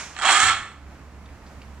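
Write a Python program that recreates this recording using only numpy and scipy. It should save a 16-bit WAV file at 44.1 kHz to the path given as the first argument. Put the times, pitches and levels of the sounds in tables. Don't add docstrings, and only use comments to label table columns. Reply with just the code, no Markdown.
import sys
import numpy as np
from scipy import signal
from scipy.fft import rfft, irfft, next_fast_len
from scipy.io import wavfile
from scipy.ndimage import uniform_filter1d, minimum_filter1d

SR = 44100
rng = np.random.default_rng(int(sys.argv[2]) if len(sys.argv) > 2 else 0)


def master(y):
    cut = np.clip(np.atleast_2d(y).T, -1, 1)
    pcm = np.round(cut * 32767)
    wavfile.write(sys.argv[1], SR, pcm.astype(np.int16))


def amplitude_ratio(level_db):
    exponent = np.asarray(level_db, float) / 20
    return 10 ** exponent


N = 79380
T = np.arange(N) / SR
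SIZE = next_fast_len(2 * N)
HZ = np.maximum(np.arange(SIZE // 2 + 1) * SR / SIZE, 1)


def at_hz(table):
    f, value = np.array(table, float).T
    return np.interp(np.log(HZ), np.log(np.maximum(f, 1)), value)


def curve(table, axis):
    table = np.array(table, float)
    return np.interp(T, table[:, 0], table[:, axis])


def shape(x, gain):
    return irfft(rfft(x, SIZE) * gain, SIZE)[..., :N]


def causal(db):
    cepstrum = irfft(db * np.log(10) / 20, SIZE)
    cepstrum[1:SIZE // 2] *= 2
    cepstrum[SIZE // 2 + 1:] = 0
    return np.exp(rfft(cepstrum))


def resonance(hz, width):
    return 1j * HZ * width / (hz ** 2 - HZ ** 2 + 1j * HZ * width)


def high_pass(hz, order):
    return 1 / (1 + (hz / HZ) ** order)


def unit(x):
    return x / np.sqrt(np.mean(x ** 2) + 1e-18)


def walk(rate):
    k = int(SR / rate)
    return unit(uniform_filter1d(uniform_filter1d(rng.standard_normal(N), k), k))


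def decay(t60, start):
    return np.exp(-np.log(1000) * np.maximum(T - start, 0) / t60)


def ring(hz, t60, start):
    return np.sin(2 * np.pi * hz * np.maximum(T - start, 0)) * decay(t60, start)


LEFT_LAG_S = 4e-5


def pair(shared, unshared, alike, pan):
    coherence = np.clip(at_hz(alike), 0, 1) ** .5
    mid, side = np.sqrt((1 + coherence) / 2), np.sqrt((1 - coherence) / 2)
    half = amplitude_ratio(at_hz(pan) / 2)
    lag = np.exp(-2j * np.pi * HZ * LEFT_LAG_S)
    left = shape(shared, mid * half * lag) + shape(unshared, side * half * lag)
    right = shape(shared, mid / half) - shape(unshared, side / half)
    return np.array([left, right])


def noise_pair(colour, alike, pan):
    a, b = (shape(rng.standard_normal(N), amplitude_ratio(at_hz(colour))) for _ in range(2))
    return unit(pair(a, b, alike, pan))


# (f/Hz, relative density/dB)
EARLIER_SPECTRUM = [(120, -60), (200, -10.5), (368, -19.5), (542, -14), (963, -7.5), (1630, -8), (2210, -8),
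                    (3850, -16), (6730, -12), (11400, -36), (14800, -54), (22000, -65)]
# (f/Hz, left minus right/dB)
EARLIER_BALANCE = [(60, -3.0), (110, -6), (190, -4.0), (340, -2), (610, -0.5), (1080, -7), (1930, -1),
                   (3440, -1.5), (6120, -10), (10900, -12.5)]
# (f/Hz, likeness 0-1)
MOTOR_LIKENESS = [(60, 0.8), (270, 1), (560, .985), (1170, 0.84), (2470, 0.83), (5190, 0), (10900, 0.14)]
EARLIER_DB, EARLIER_T60_S = -33, 0.61


def earlier_clatter():
    level = EARLIER_DB - 60 * T / EARLIER_T60_S + 0.5 * walk(60)
    return noise_pair(EARLIER_SPECTRUM, MOTOR_LIKENESS, EARLIER_BALANCE) * amplitude_ratio(level)


# (f/Hz, relative density/dB)
AIR_SPECTRUM = [(12, -25), (27, -17.5), (40, -8.5), (69, -10), (98, -12), (200, -14), (300, -18.5),
                (400, -22), (963, -22), (2200, -28.5), (3500, -38), (7000, -40.5), (9500, -48),
                (12000, -50.5), (15000, -56), (22000, -58)]
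# (f/Hz, likeness 0-1)
AIR_LIKENESS = [(60, 1), (130, 0.8), (270, 1), (560, 0.76), (1170, 0.74), (2470, 0.19), (5190, 0.018),
                (10900, 0.013)]
# (f/Hz, left minus right/dB)
AIR_BALANCE = [(60, -3), (110, -4), (190, -1.5), (340, -6), (610, -2), (1080, -4.5), (1930, -2), (3440, -2),
               (6120, -3.5), (10900, -1.0)]
AIR_DB, AIR_WANDER_DB = -47.5, .8
AIR_SWELL_DB_PER_S, TREBLE_SWELL_DB_PER_S = 2.5, 3


def air():
    level = AIR_DB + AIR_WANDER_DB * walk(9) + AIR_SWELL_DB_PER_S * (T - 1)
    noise = noise_pair(AIR_SPECTRUM, AIR_LIKENESS, AIR_BALANCE) * amplitude_ratio(level)
    treble = shape(noise, high_pass(6000, 4))
    return noise + treble * (amplitude_ratio(TREBLE_SWELL_DB_PER_S * (T - 1)) - 1)


# (t/s, level/dB)
HUM_LEVEL = [(0.62, -55.5), (0.786, -47), (0.868, -42.5), (0.904, -48), (0.95, -46.5), (0.984, -54),
             (1.014, -47.5), (1.168, -45.5), (1.336, -46), (1.382, -61), (1.48, -46.5), (1.526, -55),
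             (1.576, -42.5), (1.634, -49), (1.688, -42.5), (1.734, -43.5), (1.77, -43.5), (1.8, -42)]
# (multiple, mean level/dB)
HUM_PARTIALS = [(2, -19), (3, -16.5), (4, -18)]
HUM_HZ, HUM_FLUTTER_DB = 70.9, 3


def hum():
    phase = 2 * np.pi * np.cumsum(HUM_HZ * (1 + 0.0211 * walk(6.78))) / SR
    tone = np.sin(phase)
    for k, db in HUM_PARTIALS:
        tone = tone + amplitude_ratio(db + HUM_FLUTTER_DB * walk(7.7)) * np.sin(k * phase + k)
    return np.sqrt(2) * tone * amplitude_ratio(curve(HUM_LEVEL, axis=1))


# (t/s, mean tooth knocks per s)
KNOCK_RATE = [(.147, 46), (.2, 116), (.235, 178), (.25, 221), (.274, 272), (.296, 319), (.318, 358),
              (.34, 382), (.362, 407), (.384, 420), (.422, 431), (.444, 450), (.468, 432), (.485, 436),
              (.52, 449), (.6, 447)]
START_S = .1473


def gear_rotation():
    rate = curve(KNOCK_RATE, axis=1) * (1 + .004 * walk(40)) * (T >= START_S)
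    return rate, np.cumsum(rate) / SR


KNOCK_SCATTER_DB, KNOCK_JITTER = 4, 0.029
KNOCK_RATTLE_S = 0.0029


def tooth_knocks(rate, phase):
    chance = rng.standard_normal((400, 2))
    turns = np.arange(400)
    jitter = KNOCK_JITTER * chance[:, 0] * np.minimum(turns / 25, 1)
    when = np.interp(turns + jitter, phase, T) * SR
    when[0] = START_S * SR
    keep = when < .62 * SR
    whole, part = when[keep].astype(int), when[keep] % 1
    size = amplitude_ratio(KNOCK_SCATTER_DB * chance[keep, 1])
    knocks = np.zeros(N + 1)
    np.add.at(knocks, whole, size * (1 - part))
    np.add.at(knocks, whole + 1, size * part)
    knocks = knocks[:N] * np.sqrt(SR / np.maximum(rate, 40))
    rattle = signal.lfilter([1], [1, -np.exp(-1 / (KNOCK_RATTLE_S * SR))], knocks)
    rattle = uniform_filter1d(rattle, size=16) * np.sqrt(2 / (KNOCK_RATTLE_S * SR))
    return knocks, rattle


def grinding(phase):
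    gate = 0.24 + np.exp(-(phase % 1) / 0.41)
    return unit(gate * amplitude_ratio(1.83 * walk(140)) * rng.standard_normal(N))


# (multiple of the knock rate, relative level/dB)
WHINE_LINES = [(2, -13), (3, 0), (4, -8), (5, -7), (6, -13), (7, -10), (8, -13), (9, -17)]
# (t/s, level/dB)
WHINE_OVER_MOTOR = [(.23, -4), (.27, -5), (.33, -12.5), (.36, 0.5), (.46, 2.5), (.5, -6), (.56, -8)]
WHINE_FLUTTER_DB, WHINE_WOBBLE_TURNS = 2, .018


def gear_whine(rate, phase):
    whine = 0
    for k, db in WHINE_LINES:
        level = amplitude_ratio(db + WHINE_FLUTTER_DB * walk(45))
        wobbling = phase + WHINE_WOBBLE_TURNS * walk(67)
        whine = whine + level * np.cos(2 * np.pi * k * wobbling)
    whine = whine * amplitude_ratio(curve(WHINE_OVER_MOTOR, axis=1)) * (rate > 0)
    return shape(whine, high_pass(660, 8))


# (f/Hz, width/Hz, relative level/dB)
CASING_MODES = [(760, 38, -6.5), (1281, 132, -1.5), (1734, 10.7, -8), (2063, 47, 9.5), (3237, 33, 6),
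                (3250, 29, -8), (4255, 143, -13), (6200, 79, 0.5), (7010, 31, -30.5), (7120, 210, -19),
                (7760, 22, -9), (8540, 120, -15), (8540, 110, -9), (9150, 110, -5)]
# (f/Hz, relative density/dB)
MOTOR_SPECTRUM = [(88, -63), (150, -55), (183, -29.5), (258, -20), (340, -18), (496, -23), (650, -16.5),
                  (725, -10.5), (885, -11), (1320, 1), (2770, -7.5), (3140, -8.5), (4770, -20),
                  (6200, -16.5), (7360, -17), (8820, -26), (11300, -39.5), (12100, -62), (13500, -73),
                  (14500, -49), (15500, -83), (22000, -104)]
CASING_DB = -1


def casing_colour():
    body = 0
    for k, (f, width, db) in enumerate(CASING_MODES):
        body = body + amplitude_ratio(db) * resonance(f, width) * (-1) ** k
    tops = at_hz([(f, db) for f, width, db in CASING_MODES])
    colour = causal(at_hz(MOTOR_SPECTRUM)) * (1 + amplitude_ratio(CASING_DB) * 2 * body / amplitude_ratio(tops))
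    return colour / np.sqrt(np.mean(np.abs(colour) ** 2))


# (t/s, level/dB, grinding share/dB, treble gain/dB)
MOTOR_EFFORT = [(.14, -50, -4, 6), (.16, -36, 3, -18), (.18, -38.5, 8, 0), (.2, -29.5, -18, 0),
                (.22, -27.5, 1.5, -3.5), (.25, -19, 4, -3.5), (.29, -19.5, 7, -3), (.32, -18.5, 5, 2.5),
                (.36, -20, 5.5, -0.5), (.39, -25, -2, 6.5), (.43, -20, -6.5, 5), (.47, -25, 8, 4.5),
                (.49, -18.5, -3.5, -1.5), (.51, -25, 5.5, -4.5), (.53, -26.5, 0.5, -4), (.57, -42, -5, -19)]
KNOCK_DB, GRIND_DB = -5.5, -5.5


def motor():
    rate, phase = gear_rotation()
    knocks, rattle = tooth_knocks(rate, phase)
    whine = gear_whine(rate, phase)
    colour = casing_colour()
    both = []
    for _ in range(2):
        grind = grinding(phase) * amplitude_ratio(GRIND_DB + curve(MOTOR_EFFORT, axis=2))
        impacts = amplitude_ratio(KNOCK_DB) * (0.13 * knocks + rattle * rng.standard_normal(N))
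        x = shape((impacts + grind) * (rate > 0), colour)
        x = x + shape(x, high_pass(4800, 8)) * (amplitude_ratio(curve(MOTOR_EFFORT, axis=3)) - 1)
        stop = np.clip((.6 - T) / .03, 0, 1)
        both.append((x + whine) * amplitude_ratio(curve(MOTOR_EFFORT, axis=1)) * stop)
    smear = rng.standard_normal(128) * np.exp(-np.arange(128) / 30)
    return both[0], shape(both[1], rfft(smear / np.sqrt(np.sum(smear ** 2)), SIZE))


PANEL_HZ, PANEL_WIDTH_HZ, PANEL_DB = 1362, 14, 0


def panel(x):
    return shape(x, amplitude_ratio(PANEL_DB) * resonance(PANEL_HZ, PANEL_WIDTH_HZ))


# (f/Hz, t60/s)
ROOM_DECAY = [(200, 0.51), (1300, 0.58), (3000, 0.44), (7000, 0.51), (12000, 0.29)]


def room(x):
    tail = 0
    noise = rfft(rng.standard_normal(N), SIZE)
    t60 = at_hz(ROOM_DECAY)
    for octave in range(5, 15):
        band = np.maximum(1 - np.abs(np.log2(HZ) - octave), 0)
        band_t60 = t60[np.searchsorted(HZ, 2. 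** octave)]
        tail = tail + irfft(noise * band, SIZE)[:N] * decay(band_t60, 0)
    tail = tail * np.minimum(T / 0.011, 1)
    return shape(x, rfft(tail / np.sqrt(np.sum(tail ** 2)), SIZE))


# (f/Hz, left minus right/dB)
MOTOR_BALANCE = [(60, 1), (110, -1), (190, 4), (340, -5), (610, -3), (1080, -6.5), (1930, -2.5), (3440, -5),
                 (6120, -13), (10900, -20)]
ROOM_DB = -7


def motor_in_room():
    a, b = motor()
    near = pair(a, b, MOTOR_LIKENESS, MOTOR_BALANCE)
    far_balance = [(f, 0.74 * db) for f, db in MOTOR_BALANCE]
    far = pair(room(a + panel(a)), room(b), MOTOR_LIKENESS, far_balance)
    return near + amplitude_ratio(ROOM_DB) * far


# (f/Hz, relative level/dB, t60/s)
THUD_MODES = [(28.6, -12, 0.8), (76, -5, 0.49), (100.9, -4.5, 0.76), (259, -7.5, 0.26)]
THUD_S, THUD_DB, THUD_RISE_S = .428, -30.5, .006


def thud():
    modes = sum(amplitude_ratio(db) * ring(f, t60, THUD_S) for f, db, t60 in THUD_MODES)
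    return amplitude_ratio(THUD_DB) * modes * np.clip((T - THUD_S) / THUD_RISE_S, 0, 1)


# (t/s, relative level/dB, f/Hz, t60 of the crackle/s)
TICK_EVENTS = [(1.2594, -46.5, 3700, 0.059), (1.2894, -46, 2300, .05), (1.4656, -45.5, 4550, 0.075),
               (1.6174, -34.5, 2600, 0.041), (1.618, -49, 4650, .06)]
TICK_CRACKLE, TICK_RING, TICK_RING_SHARE = .4, 1.1, .16


def faint_ticks():
    ticks = 0
    for s, db, hz, t60 in TICK_EVENTS:
        band = 1 / (1 + (2.0 * (HZ / hz - hz / HZ)) ** 2)
        band = band + 0.043 * (HZ > hz) / (1 + (HZ / 8000) ** 6)
        crackle = unit(shape(rng.standard_normal(N), band))
        crackle = crackle * (T >= s) * decay(t60, s) * amplitude_ratio(3.0 * walk(370))
        mode = ring(hz, t60 * TICK_RING_SHARE, s)
        ticks = ticks + amplitude_ratio(db) * (TICK_CRACKLE * crackle + TICK_RING * mode)
    shared = ticks + amplitude_ratio(-10.5) * room(ticks)
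    return pair(shared, amplitude_ratio(-10) * room(ticks), AIR_LIKENESS, AIR_BALANCE)


def scene():
    low = pair(hum() + thud(), 0 * T, AIR_LIKENESS, AIR_BALANCE)
    return earlier_clatter() + air() + low + motor_in_room() + faint_ticks()


def top_cut(x):
    return signal.sosfilt(signal.butter(12, 15720, fs=SR, output="sos"), x)


def record(dry):
    ceiling, span = .78, int(.003 * SR)
    allowed = np.minimum(ceiling / (np.abs(dry).max(axis=0) + 1e-9), 1)
    gain = uniform_filter1d(minimum_filter1d(allowed, 2 * span), span)
    return top_cut(dry * gain)


dry = scene()
out = record(dry)
master(out)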